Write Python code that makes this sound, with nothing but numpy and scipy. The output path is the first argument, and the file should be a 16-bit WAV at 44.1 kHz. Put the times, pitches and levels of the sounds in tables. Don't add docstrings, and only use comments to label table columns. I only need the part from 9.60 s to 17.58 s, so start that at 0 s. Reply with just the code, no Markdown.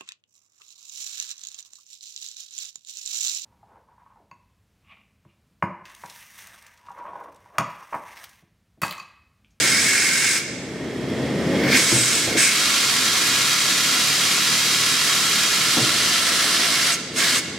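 import sys
import numpy as np
from scipy import signal
from scipy.fft import rfft, irfft
from scipy.io import wavfile
from scipy.ndimage import uniform_filter1d

SR = 44100
rng = np.random.default_rng(int(sys.argv[2]) if len(sys.argv) > 2 else 0)


def wav_out(sig):
    wavfile.write(sys.argv[1], SR, np.round(np.clip(np.atleast_2d(sig).T, -1, 1) * 32767).astype(np.int16))


N = 351918
TIME = np.arange(N) / SR
BIN_HZ = np.maximum(np.fft.rfftfreq(N, 1 / SR), 1)

# f/Hz, width/Hz, lift/dB.
MACHINERY_COLOUR = [(25, -42), (45, -33), (62, -13.5), (100, -7.5), (150, -2.5), (270, 0), (450, -6),
                    (620, -10), (850, -19), (1500, -22.5), (2000, -21.5), (3800, -29), (8000, -39),
                    (15500, -61)]
MACHINERY_MODES = [(133, 9.5, 4.2), (153, 3.8, 2.1), (255, 9.1, 6.1), (327, 14, 4), (387, 8.8, 3.3),
                   (457, 23, 5.1), (545, 9.2, 4.6), (610, 4.8, 5.3), (834, 6, 12.3), (1850, 220, 6.6),
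                   (2130, 148, 4.4), (3300, 140, 8.5), (5280, 110, 11)]
# t/s, level/dB
RUMBLE_LEVEL = [(0, -33.5), (1.0, -31.5), (1.6, -29.5), (2.05, -29), (2.3, -36.5), (3.0, -33), (5.0, -34),
                (7.0, -35), (7.98, -33)]
# t/s, level/dB, time to fade by 60 dB/s, share that rings/0-1
THUMPS = [(2.316, -22, 0.47, 0.9), (2.36, -28, 0.13, 0.9), (2.676, -26.5, 0.36, 0.35),
          (2.714, -30, .25, 0.04), (2.752, -31, 0.2, .3), (6.169, -17, 0.38, 0.15), (6.209, -29.5, 1.4, 1)]
THUMP_COLOUR = [(40, -42), (100, -14), (250, 4.5), (420, 2), (750, -5), (1100, -19), (3000, -46)]
THUMP_MODES = [(123, 58, 30.3), (327, 35, 18)]
# f/Hz, time to fade by 60 dB/s
HALL_FADE = [(200, 0.95), (2000, 1.28), (5000, 1.13), (9000, 0.54), (15000, 0.37)]
# f/Hz, side against mid/dB
STEREO_WIDTH = [(60, -17), (180, -21.5), (350, -17.5), (700, -15.5), (1400, -12.5), (2800, -9.5),
                (5600, -6), (11000, -4), (15000, -2)]
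# f/Hz, left minus right/dB
BALANCE = [(300, 0.63), (700, 0), (1400, -0.7), (2800, -2.5), (5600, 0), (14000, -1.7)]

# t/s, length/s, f/Hz, width/Hz, level/dB
SPURTS = [(.13, .09, 5250, 700, -28.5), (2.32, .16, 8200, 900, -29), (2.78, .19, 2400, 500, -26),
          (2.765, 0.15, 8400, 1200, -29), (3.17, .09, 4400, 1000, -28), (6.08, .13, 11000, 3000, -37),
          (6.06, .35, 4000, 1500, -28), (6.92, 0.12, 4720, 1400, -27.5), (7.74, .04, 8000, 700, -29)]
# opens/s, closes/s, final opening/0-1, snap time/s, squeeze time/s, shut time/s,
# jet level/dB, rattle level/dB
PRESSES = [(-0.1, 0.77, 0.58, 0.029, 0.53, 0.1, -19.5, -21),
           (2.07, 2.585, 0.52, 0.1005, 0.3, 0.34, -23, -30.5),
           (2.75, 7.305, 0.99, 0.026, 0.24, 0.0916, -21.5, -27.5),
           (7.522, 7.77, 0.91, 0.08, 0.091, 0.059, -24, -29)]
# t/s, stroke rate/Hz
MOTOR_SPEED = [(2.85, 60), (2.95, 51), (3.46, 41), (3.7, 33.6), (4.19, 37.2), (5.96, 39.3), (6.37, 46.1),
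               (6.53, 60), (7.3, 55)]
# multiple of the stroke rate, level against the exhaust/dB
MOTOR_TONES = [(3, -30.5), (4, -28), (5, -28), (6, -33)]
# loudest at t/s, swell time/s, fade time/s, level/dB
CATCHES = [(0.14, 0.041, 0.057, -33), (2.16, 0.095, 0.05, -27.5), (2.73, 0.022, 0.04, -36),
           (7.29, 0.47, 0.032, -28), (7.63, 0.029, 0.046, -23)]
RATTLE_COLOUR = [(700, -18.5), (1200, -17), (1550, 0), (2300, -1.5), (2800, -10.5), (5000, -8.5),
                 (9000, -26)]
RATTLE_MODES = [(1550, 88, 3.4), (1690, 82, 2.3), (2132, 52, 7.1), (2206, 125, 7.4), (2353, 104, 6.7),
                (5270, 56, 5.6)]
JET_COLOUR = [(2500, -15), (4500, -9), (6500, -7), (8500, -1), (10000, -15), (12000, -14), (15700, -28)]
JET_MODES = [(2610, 430, 17), (4970, 240, 12.3), (5273, 127, 16), (5540, 90, 11), (5870, 130, 11.2),
             (6220, 120, 6.7), (6570, 350, 13.7), (7260, 360, 7.9), (7980, 280, 10), (8800, 160, 7),
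             (9300, 320, 8.2), (9860, 430, 10.6), (10600, 260, 10), (10900, 200, 6.4)]
EXHAUST_COLOUR = [(150, -29), (300, -7.5), (500, -11.5), (830, -13), (1100, -8), (2000, -3), (4000, -5.5),
                  (6000, 0.0), (8000, -6.5), (10500, -12), (13000, -13), (15700, -20.5)]
EXHAUST_MODES = [(707, 220, 5.9), (966, 110, 3.4), (1106, 134, 8.4), (1259, 86, 7.7), (1396, 125, 12.1),
                 (1668, 78, 7.3), (1750, 53, 4.8), (1964, 79, 6.5), (2190, 230, 3.9), (2390, 550, 4.8),
                 (2870, 350, 4), (3236, 380, 8.9), (3833, 405, 10.3), (4253, 180, 7.4), (4664, 380, 7.3),
                 (4800, 73, 1.4), (5220, 190, 6.3), (5950, 260, 3.1), (7180, 340, 7.9), (7830, 173, 3.8),
                 (8440, 310, 8.7), (9350, 380, 2.8), (9750, 380, 4.2), (10360, 350, 7.5), (11250, 270, 7.6),
                 (11930, 252, 5.7)]
TURNED_COLOUR = [(150, -14), (300, -10.5), (500, -8.5), (830, -15), (1100, -1.5), (2000, -12), (4000, 2),
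                 (6000, -3.5), (8000, -6), (10500, -14), (13000, -17), (15700, -23)]
TURNED_MODES = [(694, 190, 9.1), (1374, 180, 8.3), (1712, 200, 11), (1996, 260, 11.8), (2190, 253, 5.9),
                (2420, 95, 6.7), (2760, 230, 7.7), (3090, 132, 8.2), (3395, 81, 7), (4020, 110, 2.3),
                (4650, 410, 2.7), (5230, 75, 4.3), (5620, 380, 2.8), (6020, 97, 5.9), (7450, 341, 1.9),
                (8230, 210, 5.6), (9270, 380, 5.6), (9950, 179, 4.9), (10550, 380, 9.0), (11265, 216, 6.3),
                (11893, 380, 4.1), (13408, 83, 3.0)]
# t/s, share/0-1
HANDLE_SWING = [(0, 0.46), (2.2, 0.37), (2.75, 0.27), (3.1, 0.08), (5.95, 0), (6.3, 0.91), (7.3, 1),
                (7.7, 0.79)]
# f/Hz, width/Hz, change/dB
PLATE_DIPS = [(1217, 81, -3), (1530, 86, -1.5), (2350, 95, -2), (3070, 99, -2.5), (3500, 70, -0.5),
              (7500, 160, -1.5), (11800, 250, -1.5)]

EXHAUST_DB, EXHAUST_POWER = -17, 1.64
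IDLE_STROKES_PER_S, IDLE_DB = 24, -50.5
NOTCH_OPENING = 0.42
PART_OPENING, PART_WIDTH = 0.6, 0.22
OPEN_JET_DB, OPEN_RATTLE_DB = -22, -12


def from_db(db):
    return 10 ** (np.asarray(db) / 20)


def rms_one(x):
    return x / np.sqrt(np.mean(x ** 2) + 1e-20)


def in_time(points):
    return np.interp(TIME, *np.transpose(points))


def at_hz(points, hz):
    f, value = np.transpose(points)
    return np.interp(np.log(hz), np.log(f), value)


def drift(rate_hz):
    return rms_one(irfft(rfft(rng.standard_normal(N)) / (1 + (BIN_HZ / rate_hz) ** 2), N))


def turbulence(grit=0., grains_per_s=600):
    grains = (rng.random((2, N)) < grains_per_s / SR) * rng.standard_normal((2, N))
    return rng.standard_normal((2, N)) + grit * rms_one(grains)


def resonate(drive, colour, modes, extra_db=0):
    peaks_db = sum(lift / (1 + (2 * (BIN_HZ - hz) / width) ** 2) for hz, width, lift in modes)
    cepstrum = irfft(np.log(from_db(at_hz(colour, BIN_HZ) + extra_db + peaks_db)), N)
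    one_sided = np.r_[1, np.full(N // 2 - 1, 2), np.zeros(N - N // 2)]
    body = np.exp(rfft(cepstrum * one_sided))
    mid, side = rfft(drive) * body
    side = side * from_db(at_hz(STEREO_WIDTH, BIN_HZ))
    lean = from_db(at_hz(BALANCE, BIN_HZ) / 2)
    pair = irfft(np.array([(mid + side) * lean, (mid - side) / lean]), N)
    return pair / np.std(pair.mean(axis=0))


def machinery():
    gain = from_db(in_time(RUMBLE_LEVEL) + .5 * drift(5.8))
    return gain * resonate(turbulence(), MACHINERY_COLOUR, MACHINERY_MODES)


def thumps():
    thud = resonate(turbulence(), THUMP_COLOUR, [])
    ring = resonate(turbulence(), THUMP_COLOUR, THUMP_MODES)
    out = 0
    for start, db, fade_s, share in THUMPS:
        shudder = (TIME >= start) * from_db(db - 60 * np.clip((TIME - start) / fade_s, 0, 2))
        out = out + shudder * (np.sqrt(1 - share) * thud + np.sqrt(share) * ring)
    return out


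def hall_echo(x):
    t, response = TIME[:SR * 3 // 2], 0
    edges_hz = np.geomspace(125, 16000, 8)
    for low, high in zip(edges_hz, edges_hz[1:]):
        octave = signal.butter(2, [low, high], "band", fs=SR, output="sos")
        mid, side = signal.sosfilt(octave, rng.standard_normal((2, len(t))))
        hz = np.sqrt(low * high)
        band = mid + from_db(at_hz(STEREO_WIDTH, hz) + 2) * side * [[1], [-1]]
        response = response + band * from_db(-60 * t / at_hz(HALL_FADE, hz))
    response = response * np.minimum(t / 0.078, 1)
    return signal.fftconvolve(x, response / np.sqrt(np.sum(response[0] ** 2)), axes=1)[:, :N]


def near_echoes(x, share, longest_s, sway_s, count):
    out, sway = x.copy(), sway_s * drift(0.52)
    delays = rng.uniform(.003, longest_s, count)
    leans = rng.normal(0, 1, count)
    signs = rng.choice([-1, 1], count)
    for delay, lean, sign in zip(delays, leans, signs):
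        echo = np.array([np.interp(TIME - delay - lean * sway, TIME, channel, left=0) for channel in x])
        out += sign * share / np.sqrt(count) * echo
    return out / np.sqrt(1 + share ** 2)


def spurts():
    out = np.zeros((2, N))
    for start, length, hz, width_hz, db in SPURTS:
        n, at = int(length * SR), int(start * SR)
        gap = signal.butter(2, [hz - width_hz / 2, hz + width_hz / 2], "band", fs=SR, output="sos")
        mid, side = rms_one(signal.sosfilt(gap, rng.standard_normal((2, SR)))[:, :n])
        rasp = mid + from_db(at_hz(STEREO_WIDTH, hz)) * side * [[1], [-1]]
        out[:, at:at + n] += from_db(db) * signal.windows.tukey(n, .5) * rasp
    return out


def ramp(start, length):
    return np.clip((TIME - start) / length, 0, 1)


def throttle():
    opening = jet = rattle = 0
    for opens, closes, final, snap_s, squeeze_s, shut_s, jet_db, rattle_db in PRESSES:
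        press = NOTCH_OPENING * ramp(opens, snap_s) + (final - NOTCH_OPENING) * ramp(opens, squeeze_s)
        press = press * (1 - ramp(closes, shut_s))
        partly_open = np.exp(-((press - PART_OPENING) / PART_WIDTH) ** 2 / 2) * press / PART_OPENING
        opening = np.maximum(opening, press)
        jet = jet + from_db(jet_db) * (partly_open ** 2 + from_db(OPEN_JET_DB) * press)
        rattle = rattle + from_db(rattle_db) * np.maximum(partly_open, from_db(OPEN_RATTLE_DB) * press)
    return opening, jet, rattle


def strokes(phase, depth, valve_depth, flutter_db):
    puff = np.exp(-(phase % 1) / .25)
    puff = rms_one(puff - puff.mean())
    valve_beats = np.cos(8 * np.pi * phase)
    return rms_one(from_db(flutter_db * drift(40)) * (1 + depth * puff + valve_depth * valve_beats))


def motor_hum(phase):
    return sum(np.sqrt(2) * from_db(db + 2.9 * drift(7.2)) * np.sin(2 * np.pi * round(multiple) * phase)
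               for multiple, db in MOTOR_TONES)


def catches():
    return sum(from_db(db) * np.exp(-np.maximum((peak - TIME) / swell_s, (TIME - peak) / fade_s))
               for peak, swell_s, fade_s, db in CATCHES)


def steel_rattle(phase, gain):
    chatter = turbulence(grit=0.29) * strokes(phase, depth=0.082, valve_depth=0.036, flutter_db=0.5)
    steel = resonate(chatter, RATTLE_COLOUR, RATTLE_MODES + PLATE_DIPS)
    return (gain * from_db(2.53 * drift(2.3)) + catches()) * steel


def valve_jet(phase, gain, leak_db=-65):
    air = turbulence(grit=0.19) * strokes(phase, depth=0.14, valve_depth=.05, flutter_db=0.56)
    treble_tilt_db = at_hz([(500, -38), (2500, 10)], BIN_HZ)
    return (gain + from_db(leak_db)) * resonate(air, JET_COLOUR, JET_MODES + PLATE_DIPS, treble_tilt_db)


def exhaust(phase):
    puffs = strokes(phase, depth=0.06, valve_depth=0.052, flutter_db=0.5)
    held_level = resonate(turbulence(grit=0.17) * puffs, EXHAUST_COLOUR, EXHAUST_MODES + PLATE_DIPS)
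    turned = resonate(turbulence(grit=0.3) * puffs, TURNED_COLOUR, TURNED_MODES + PLATE_DIPS)
    swing = in_time(HANDLE_SWING)
    return np.sqrt(1 - swing) * held_level + np.sqrt(swing) * turned


def air_tool():
    opening, jet_gain, rattle_gain = throttle()
    exhaust_gain = from_db(EXHAUST_DB) * opening ** EXHAUST_POWER + from_db(IDLE_DB)
    speed = IDLE_STROKES_PER_S + opening * (in_time(MOTOR_SPEED) - IDLE_STROKES_PER_S)
    phase = np.cumsum(speed * (1 + 0.01213 * drift(6))) / SR
    direct = exhaust_gain * exhaust(phase) + valve_jet(phase, jet_gain) + steel_rattle(phase, rattle_gain)
    with_echoes = near_echoes(direct, share=0.31, longest_s=.022, sway_s=.00008, count=8)
    return with_echoes + exhaust_gain * motor_hum(phase)


def scene():
    near = air_tool() + spurts()
    return near + from_db(-14) * hall_echo(near) + thumps() + machinery()


def gain_control(x, target_db, release_db_per_s, attack_s):
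    treble = signal.sosfilt(signal.butter(2, 700, "high", fs=SR, output="sos"), x)
    level_db = 10 * np.log10(uniform_filter1d(np.mean(treble ** 2, axis=0), size=1800) + 1e-12)
    release_db = release_db_per_s * TIME
    held_db = np.maximum.accumulate(level_db + release_db) - release_db
    keep = np.exp(-1 / (attack_s * SR))
    smooth_db = signal.lfilter([1 - keep], [1, -keep], held_db - held_db[0]) + held_db[0]
    return x * from_db(target_db - smooth_db)


def record(dry):
    dry = signal.sosfilt(signal.butter(4, 48, "high", fs=SR, output="sos"), dry)
    levelled = gain_control(dry, target_db=-18.5, release_db_per_s=11.5, attack_s=0.056)
    return signal.sosfilt(signal.ellip(12, .2, 80, 15850, fs=SR, output="sos"), levelled)


dry = scene()
out = record(dry)
wav_out(out)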